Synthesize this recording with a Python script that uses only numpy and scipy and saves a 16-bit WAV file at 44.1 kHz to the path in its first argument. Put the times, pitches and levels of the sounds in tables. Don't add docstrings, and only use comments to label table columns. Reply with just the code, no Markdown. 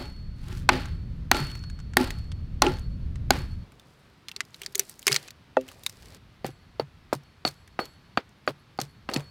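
import sys
import numpy as np
from scipy import signal
from scipy.fft import rfft, irfft
from scipy.io import wavfile
from scipy.ndimage import uniform_filter1d

SR = 44100
rng = np.random.default_rng(int(sys.argv[2]) if len(sys.argv) > 2 else 0)


def materialize(psi):
    bounded = np.clip(np.atleast_2d(psi).T, -1, 1)
    quanta = np.round(bounded * 32767).astype(np.int16)
    wavfile.write(sys.argv[1], SR, quanta)


N = 410130
SCENE_CUT_S = 3.635

# start in seconds, knock pitch in Hz,
# knock in dB, slap pitch in Hz, slap in dB, crack in dB, top octave in dB, thud in dB, knock t60 in seconds.
HEAVY_BLOWS = [(0.6902, 850, -6, 1514, 2, -1, -19, -23.5, 0.021),
               (1.3147, 830, -7, 1464, 1.5, 0.5, -5.5, -18, 0.018),
               (1.9697, 838, -5.5, 1850, -0.5, -2.5, -7, -13.5, 0.019),
               (2.6205, 831, -3, 1394, -3, 2, -14.5, -23, 0.022),
               (3.306, 802, -2, 1500, -5, -1.5, -11, -15, 0.017)]
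LIGHT_BLOWS = [(6.4452, 420, -19.5, 970, -25, -37, -42, -19.5, 0.012),
               (6.7974, 649, -13, 1191, -24.5, -25.5, -38.5, -20, 0.021),
               (7.128, 670, -9.5, 1150, -21, -34.5, -47, -18, 0.014),
               (7.451, 750, -15.5, 1216, -17, -14.5, -38.5, -21.5, 0.024),
               (7.791, 781, -17, 1233, -12.5, -34, -57, -22, 0.03),
               (8.174, 793, -10, 1233, -8.5, -22, -38, -19, 0.02),
               (8.4766, 613, -14.5, 1214, -9, -23, -45, -43, 0.015),
               (8.7887, 792, -15.5, 1214, -21.5, -25.5, -52, -22.5, 0.029),
               (9.0896, 797, -24, 1250, -21, -33, -47.5, -26.5, 0.031)]
# frequency in Hz, level in dB, t60 in seconds.
LOG_MODES = [(254.3, -0.5, 0.11), (364.6, 1.5, 0.08), (563, -9.5, 0.013), (847, -1, 0.048),
             (1374, -12.5, 0.13)]
POLE_MODES = [(236, 4.5, 0.022), (340, 8.5, 0.018), (522, -16, 0.078), (775, -3, 0.034)]


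def gain_of(db):
    return 10 ** (np.asarray(db) / 20)


def evened(x):
    return x / np.sqrt(np.mean(x ** 2) + 1e-20)


def peaked(x):
    return x / (abs(x).max() + 1e-12)


def add(mix, start_s, sound):
    part = mix[round(start_s * SR):][:len(sound)]
    part += sound[:len(part)]


def above(x, hz):
    return signal.sosfilt(signal.butter(4, hz, "high", fs=SR, output="sos"), x)


def below(x, hz):
    return signal.sosfilt(signal.butter(4, hz, "low", fs=SR, output="sos"), x)


def coloured(x, points):
    point_hz, point_db = np.transpose(points)
    hz = np.fft.rfftfreq(len(x), 1 / SR)
    db = np.interp(np.log(hz + 1), np.log(point_hz + 1), point_db)
    return evened(irfft(rfft(x) * gain_of(db), len(x)))


def resonate(x, hz, width_hz):
    return signal.lfilter(*signal.iirpeak(hz, hz / max(width_hz, 1), SR), x)


def body(x, modes):
    out = 0
    for k, (hz, db, t60_s) in enumerate(modes):
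        out = out + (-1) ** k * gain_of(db) * evened(resonate(x, hz, 2.0 / t60_s))
    return evened(out)


def ring(modes, rise_ms):
    t = np.arange(round(.2 * SR)) / SR
    out = 0
    for k, (hz, db, t60_s) in enumerate(modes):
        fall = gain_of(db + 2.6 * rng.standard_normal() - 60 * t / t60_s)
        out = out + (-1) ** k * fall * np.sin(2 * np.pi * hz * t)
    return peaked(out * (1 - np.exp(-t * 1000 / rise_ms)))


def dying(t60_s):
    t = np.arange(round(.2 * SR)) / SR
    fall = gain_of(-60 * t / max(t60_s, .004))
    tail = gain_of(-22.5 - 60 * t / max(1.2 * t60_s, .01))
    spike = np.exp(-t / 0.00045)
    return rng.standard_normal(len(t)) * (fall + tail + spike) * np.minimum(t / 0.00023, 1)


def tick(t60_s, low_hz, high_hz, hz):
    x = dying(t60_s)
    middle = above(below(x, high_hz), low_hz)
    top = below(above(x, 7500), 15000)
    return peaked(middle + 2.0 * resonate(middle, hz, 900)), peaked(top)


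def grainy(rough_db, size):
    flicker = evened(uniform_filter1d(rng.standard_normal(N), size))
    return rng.standard_normal(N) * gain_of(rough_db * flicker)


def envelope(tables, column):
    t, out = np.arange(N) / SR, np.zeros(N)
    for rows in tables:
        rows = np.array(rows)
        out += gain_of(np.interp(t, rows[:, 0], rows[:, column], -200, -200))
    return uniform_filter1d(out, size=180)


def swell(start_s, rise_s, rise_db, peak_db, fall_db_per_s):
    t = np.arange(N) / SR
    late_s = t - start_s - rise_s
    stops_s = np.array([row[0] for row in HEAVY_BLOWS + LIGHT_BLOWS] + [SCENE_CUT_S, N / SR])
    alive = (t >= start_s) & (t < stops_s[stops_s > start_s + .1].min())
    return alive * gain_of(peak_db + np.where(late_s < 0, rise_db * late_s / rise_s, -fall_db_per_s * late_s))


def wind():
    # time in seconds, level in dB.
    gusts = [
        [(0.0, -41), (0.72, -30.5), (1.65, -36.5), (3.35, -30.5), (3.64, -37.5)],
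        [(3.64, -48.5), (3.81, -62.5), (4.37, -65.5), (5.44, -62), (6.18, -52)],
        [(6.18, -52.5), (6.54, -59.5), (7.03, -54), (7.2, -61), (7.85, -57), (8.48, -67), (9.3, -51)],
    ]
    # frequency in Hz, density in dB per Hz.
    gusty_spectrum = [(8.8, -31), (15, -4), (43, -0.5), (81, -0.5), (164, -8.5), (396, -34), (600, -39),
                      (780, -55.5), (1320, -120)]
    calm_spectrum = [(12, -23), (25, -7), (50, 1.5), (85, 4.5), (150, -4), (260, -14.5), (420, -55.5)]
    leaf_spectrum = [(59, -45.5), (100, -5.5), (141, -4.5), (262, -11.5), (418, -16.5), (541, -20.5),
                     (1050, -19), (1190, -18.5), (4480, -26.5), (7020, -39), (14500, -45.5), (16500, -55)]
    leaf_db = -58.5
    noise = rng.standard_normal(N)
    gusty = np.arange(N) / SR < gusts[0][-1][0]
    buffet = np.where(gusty, coloured(noise, gusty_spectrum), coloured(noise, calm_spectrum))
    leaves = coloured(grainy(rough_db=.4, size=4000), leaf_spectrum)
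    return buffet * envelope(gusts, column=1) + gain_of(leaf_db) * leaves


def crackling(per_s):
    size = gain_of(4.0 * np.minimum(rng.exponential(1, N), 3)) * (rng.random(N) < per_s / SR)
    bursts = signal.lfilter([1], [1, -np.exp(-1 / (0.00084 * SR))], size)
    return grainy(rough_db=2.0, size=100) * (1 + 2.0 * bursts)


def tearing():
    # start in seconds, swell in seconds,
    # shaking in dB, tearing in dB, top octave in dB, fall of the tearing in dB per second.
    after_blows = [(-0.04, 0.048, -38, -44, -54.5, 150), (0.689, 0.043, -30.5, -33.5, -50.5, 117.5),
                   (1.313, 0.049, -31, -33.5, -43.5, 116), (1.97, 0.031, -28, -34.5, -45.5, 132.5),
                   (2.622, 0.022, -23, -31.5, -45, 162.5), (3.306, 0.031, -32, -36.5, -47.5, 146),
                   (6.4472, .01, -38, -41, -47.5, 456), (6.796, 0.0041, -26, -42, -58, 700),
                   (7.128, 0.0059, -28.5, -40.5, -42, 700), (7.451, 0.015, -34, -40, -41, 388),
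                   (7.791, 0.01, -34, -42, -53, 252), (8.173, 0.009, -34, -40.5, -72, 500),
                   (8.478, 0.0087, -24.5, -37, -48.5, 701), (8.789, 0.013, -38, -45, -49, 305),
                   (9.09, 0.083, -37.5, -45.5, -54, 248)]
    # time in seconds, fibres in dB, top octave in dB.
    strain = [
        [(0.36, -71, -74), (0.516, -49.5, -56.5), (0.612, -59.5, -59.5), (0.66, -65, -76)],
        [(3.66, -78.5, -88), (3.9, -83.5, -69.5), (4.2, -88, -82), (4.5, -82.5, -70), (4.64, -57.5, -60.5),
         (4.75, -77, -67.5), (4.805, -44, -48.5), (4.86, -71, -59), (4.9, -60, -51), (4.95, -81.5, -64),
         (5.06, -66, -62), (5.075, -41.5, -39), (5.17, -42.5, -45), (5.2, -55.5, -56), (5.28, -55, -61),
         (5.33, -82.5, -81), (5.55, -77.5, -88.5), (5.585, -59, -69.5), (5.66, -65, -67), (5.7, -57, -59),
         (5.76, -68, -65), (5.86, -65, -60), (5.96, -65.5, -62.5), (6.175, -58.5, -60.5)],
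    ]
    # time in seconds, level in dB.
    groan = [
        [(3.64, -63), (4.2, -72.5), (5.5, -74.5), (5.76, -61), (5.92, -73), (6.1, -66.5), (6.175, -60)],
    ]
    # frequency in Hz, density in dB per Hz.
    tear_spectrum = [(590, -42.5), (1000, -6.5), (1390, -2), (1820, -4.5), (4540, -12), (6610, -30),
                     (15000, -41), (16500, -51.5)]
    scuff_spectrum = [(120, -41.5), (220, -4), (400, 2), (800, -4.5), (1300, -10.5), (1800, -43)]
    swell_db, shake_fall, top_fall = 6.5, 1.34, 0.87
    groan_db, dry_hz = -4, 1810

    after_cut = np.arange(N) / SR > SCENE_CUT_S
    shake = grainy(rough_db=2.0, size=300)
    scuff = coloured(shake, scuff_spectrum)
    wood = np.where(after_cut, scuff, body(shake, LOG_MODES) + .4 * scuff)
    noise = crackling(per_s=70)
    middle = evened(below(coloured(noise + 2.2 * rng.standard_normal(N), tear_spectrum), 7000))
    top = evened(above(coloured(noise, tear_spectrum), 7000))
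    thin = np.where(after_cut, evened(above(middle, dry_hz)), middle)

    out = (gain_of(groan_db) * wood + thin) * envelope(strain, column=1)
    out = out + wood * envelope(groan, column=1)
    out = out + top * envelope(strain, column=2)
    for start_s, swell_s, shake_db, tear_db, top_db, fall_db_per_s in after_blows:
        out = out + wood * swell(start_s, swell_s, swell_db, shake_db, shake_fall * fall_db_per_s)
        out = out + middle * swell(start_s, swell_s, swell_db, tear_db, fall_db_per_s)
        out = out + top * swell(start_s, swell_s, swell_db, top_db, top_fall * fall_db_per_s)
    return out


def steel():
    # start in seconds, lowest mode in dB, upper modes in dB,
    # fall of the lowest mode in dB per second, beating from 0 to 1.
    songs = [(-0.02, -49.5, -90, 46, 0.1), (0.73, -52, -98, 57, .3), (1.345, -38, -87.5, 55, 0),
             (2.0, -49, -88, 50, 0.1), (2.65, -50, -85.5, 66, 0.6), (3.335, -50.5, -92.5, 74, 0.5),
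             (6.447, -67, -75, 50, .1), (7.23, -68, -87, 96, 0), (7.451, -29, -57, 800, 0.4),
             (7.55, -69, -80, 49, 0.4), (7.792, -38, -64, 350.5, 0), (7.86, -63.5, -76, 48, 0.3),
             (8.58, -70.5, -81, 203, 0), (8.87, -66.5, -80.5, 74, 0), (9.13, -40.5, -59.5, 300, .1),
             (9.17, -55, -81, 30, 0.1)]
    # frequency in Hz, level in dB.
    head_modes = [(4385, 0), (7698, 0), (9808, -18), (11010, 0), (11770, -4)]
    beat_hz, dip_s = 10.0, 0.14
    free_s, free_db = .02, 14
    swing_s, swing_m_per_s, lag_s = .62, .9, .05
    upper_fall = 2.4
    sound_m_per_s = 343

    t = np.arange(N) / SR
    slow_noise = uniform_filter1d(uniform_filter1d(rng.standard_normal(N), size=900), size=900)
    waver = gain_of(1.1 * evened(slow_noise))
    upper = np.zeros(N)
    for hz, db in head_modes[1:]:
        flutter_db = 6 * np.sin(2 * np.pi * (rng.uniform(4.7, 11) * t + rng.random()))
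        upper += gain_of(db + flutter_db) * np.sin(2 * np.pi * hz * t)

    out = np.zeros(N)
    for start_s, low_db, upper_db, fall_db_per_s, beating in songs:
        since_s = t - start_s
        swing = np.sin(2 * np.pi * (since_s - lag_s) / swing_s)
        nearer_m = swing_m_per_s * swing_s / (2 * np.pi) * swing
        low = waver * np.sin(2 * np.pi * head_modes[0][0] * (t + nearer_m / sound_m_per_s))
        depth = np.clip(beating * since_s / dip_s, 0, min(beating, 1))
        beat = 1 - depth * np.cos(2 * np.pi * beat_hz * (since_s - dip_s))
        out += low * beat * swell(start_s, free_s, free_db, low_db, fall_db_per_s)
        out += upper * swell(start_s, free_s, free_db, upper_db, upper_fall * fall_db_per_s)
    return np.sqrt(2) * out


def rebound(row, modes):
    start_s, db, click_db = row
    click, _ = tick(0.022, 900, 7000, 2600)
    return start_s, gain_of(db) * ring(modes, rise_ms=4.4) + gain_of(click_db) * click


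def log_knocks(mix):
    # start in seconds, peak in dB, click in dB.
    knocks = [(0.522, -37, -39), (0.705, -23, -43), (0.732, -27, -43), (0.763, -25, -48),
              (1.346, -17.5, -20.5), (1.409, -30, -43), (1.981, -22, -45.5), (2.005, -15, -38.5),
              (2.6656, -10.5, -12.5), (3.331, -37.5, -36.5)]
    for row in knocks:
        add(mix, *rebound(row, LOG_MODES))


def blow(row, modes, high_hz, clink_db):
    start_s, knock_hz, knock_db, slap_hz, slap_db, crack_db, top_db, thud_db, t60_s = row
    knock_modes = [(knock_hz, 0, t60_s), (.7 * knock_hz, -8, 0.66 * t60_s), (1.3 * knock_hz, -8, 0.85 * t60_s)]
    knock = ring(knock_modes, rise_ms=0.022)
    crush = peaked(above(below(dying(1.2 * t60_s), 2600), 800))
    slap_modes = [(slap_hz, 0, 0.94 * t60_s), (1.3 * slap_hz, -7, .5 * t60_s)]
    slap = 0.61 * ring(slap_modes, rise_ms=0.038) + 0.72 * crush
    crack, top = tick(0.56 * t60_s, 2200, high_hz, 4200)
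    clink = gain_of(clink_db) * ring([(4480, 0, .03)], rise_ms=.2)
    thud = ring(modes, rise_ms=0.37)
    out = gain_of(knock_db) * knock + gain_of(slap_db) * slap + gain_of(crack_db) * (crack + clink)
    return start_s, out + gain_of(top_db) * top + gain_of(thud_db) * thud


def heavy_blows(mix):
    for row in HEAVY_BLOWS:
        add(mix, *blow(row, LOG_MODES, high_hz=7360, clink_db=-20.5))


def snaps(mix):
    # start in seconds, level in dB, centre in Hz, top octave in dB relative to the snap.
    cracks = [(0.856, -29, 1520, -16), (1.5, -37, 3040, -15), (1.5154, -34, 2730, -16),
              (1.5528, -32, 1410, -14), (1.592, -44.5, 6370, -29), (1.638, -36.5, 1460, -26),
              (1.6995, -36.5, 1660, -15), (1.79, -41, 1410, -16), (1.801, -38.5, 1450, -23),
              (1.9355, -32.5, 1410, -26), (2.105, -23.5, 1950, -11.5), (2.3176, -32, 3170, -25.5),
              (2.7702, -39, 1710, -25.5), (2.794, -46, 6500, 1), (3.157, -38, 1830, -20),
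              (3.72, -46, 1510, -8), (3.7966, -42, 3580, -7), (4.2843, -25, 4240, -14.5),
              (4.292, -34, 1830, -10), (4.315, -28, 2700, -13), (4.363, -22, 4570, -17),
              (4.4055, -14.5, 2040, -17.5), (4.451, -45, 4930, -4), (4.506, -54, 6500, -5),
              (4.5441, -32, 3930, -14), (4.617, -25.5, 2810, -8), (4.634, -30, 3160, -12),
              (4.662, -19, 4360, -14), (4.7236, -49, 5180, 4), (4.749, -22.5, 4140, -15),
              (4.754, -11.5, 6380, -3.5), (4.779, -40, 4000, 13), (4.7945, -7.5, 5880, -1.5),
              (4.8954, -34.5, 7670, 6), (4.993, -36.5, 6700, 1.5), (5.019, -43, 5000, -3),
              (5.0276, -34.5, 3170, -4), (5.0576, -40, 4900, -13), (5.0681, -3.5, 5110, -8.5),
              (5.079, -4.5, 2165, -8), (5.1141, -21, 1560, -11), (5.119, -12.5, 3850, -5),
              (5.1269, -8, 5040, -11.5), (5.1438, -15, 4430, -6), (5.153, -16.5, 2280, -13),
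              (5.162, -6.5, 4250, -15), (5.278, -37.5, 3990, -6), (5.283, -33, 2500, -22.5),
              (5.306, -32.5, 4510, -7), (5.611, -41.5, 3100, 0), (5.68, -40, 2100, -4),
              (5.687, -32, 2920, -9), (5.715, -41, 1220, -3), (5.835, -38, 3800, 1),
              (5.8637, -14.5, 3760, -4.5), (5.8954, -30.5, 5030, -2.5), (6.0276, -42.5, 1630, -15),
              (6.465, -32.5, 5940, 2.5), (7.131, -25, 1470, -16), (7.4762, -17.5, 4290, -21),
              (7.485, -33, 4400, 3), (7.235, -54, 5460, -4), (7.6763, -45.5, 1910, -3.5),
              (7.8037, -44, 4380, 3), (7.855, -34, 4460, -4.5), (8.292, -55, 6030, -1),
              (8.467, -50, 7000, -4), (8.777, -46, 4520, -6), (8.8014, -21.5, 4450, -19),
              (8.8147, -19, 4050, -6.5), (9.114, -32, 2144, -32), (9.1365, -21, 4570, -14),
              (9.141, -19, 4680, -8), (9.205, -37, 1580, -10.6)]
    t60_at_3khz_s, slope = .022, .3
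    for start_s, db, hz, top_db in cracks:
        t60_s = t60_at_3khz_s * (3000 / hz) ** slope
        crack, top = tick(t60_s, np.clip(.3 * hz, 700, 1600), 7465, hz)
        splinter = ring([(hz, 0, 1.3 * t60_s)], rise_ms=0.16)
        add(mix, start_s, gain_of(db) * (crack + 0.25 * splinter + gain_of(top_db) * top))


def trunk_booms(mix):
    # start in seconds, peak in dB.
    booms = [(1.402, -24), (2.678, -29), (3.359, -29), (5.107, -31), (6.45, -37.5), (6.488, -39.5),
             (6.816, -36.5), (7.149, -34.5), (7.464, -39.5), (8.492, -39.5), (8.814, -34.5), (9.166, -27)]
    # frequency in Hz, level in dB, t60 in seconds.
    trunk_modes = [(143, 0, .17), (118, -8, .08), (180, -8, .07)]
    for start_s, db in booms:
        add(mix, start_s, gain_of(db) * ring(trunk_modes, rise_ms=6.4))


def billet_jolts(mix):
    # start in seconds, peak in dB.
    jolts = [(4.364, -47), (4.405, -50), (4.617, -45.5), (4.68, -49), (4.754, -35.5), (4.794, -29.5),
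             (5.069, -25), (5.096, -23.5), (5.128, -34), (5.165, -61)]
    # frequency in Hz, level in dB, t60 in seconds.
    billet_modes = [(395.6, 6, 0.099), (440, -11, .05), (786, -12, 0.0387), (2196, -5.5, 0.056)]
    for start_s, db in jolts:
        add(mix, start_s, gain_of(db) * ring(billet_modes, rise_ms=0.31))


def piece_drop(mix):
    # start in seconds, peak in dB, click in dB.
    landing = (5.5687, -6, -31.5)
    # frequency in Hz, level in dB, t60 in seconds.
    piece_modes = [(261, -16, 0.21), (388.4, -15.5, 0.13), (450, -17, 0.066), (520, -5, 0.089),
                   (630, -3, 0.052), (851, 4.5, 0.022), (1170, -24.5, 0.069), (1380, -1, 0.016),
                   (1873, -9.5, 0.022), (2640, -25, 0.05), (3296, -11.5, 0.0078)]
    start_s, db, click_db = landing
    click, _ = tick(.02, 820, 9000, 3400)
    add(mix, start_s, gain_of(db) * ring(piece_modes, rise_ms=0.81) + gain_of(click_db) * click)


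def light_strokes(mix):
    for row in LIGHT_BLOWS:
        add(mix, *blow(row, POLE_MODES, high_hz=4560, clink_db=-3.0))


def pole_foot(mix):
    # start in seconds, peak in dB, click in dB.
    knocks = [(6.488, -33.5, -49), (7.152, -36, -50), (8.49, -35, -45), (9.1614, -16, -17.5)]
    for row in knocks:
        add(mix, *rebound(row, POLE_MODES))


def scene():
    hits = np.zeros(N)
    log_knocks(hits)
    heavy_blows(hits)
    snaps(hits)
    trunk_booms(hits)
    billet_jolts(hits)
    piece_drop(hits)
    light_strokes(hits)
    pole_foot(hits)
    return (wind() + tearing() + steel() + above(hits, 71))[None]


def record(dry):
    ceiling, edge_hz = .72, 16600
    held = ceiling * np.tanh(dry / ceiling)
    edge = signal.firwin(511, edge_hz, window=("kaiser", 9), fs=SR)
    return signal.oaconvolve(held, edge[None], "same")


dry = scene()
out = record(dry)
materialize(out)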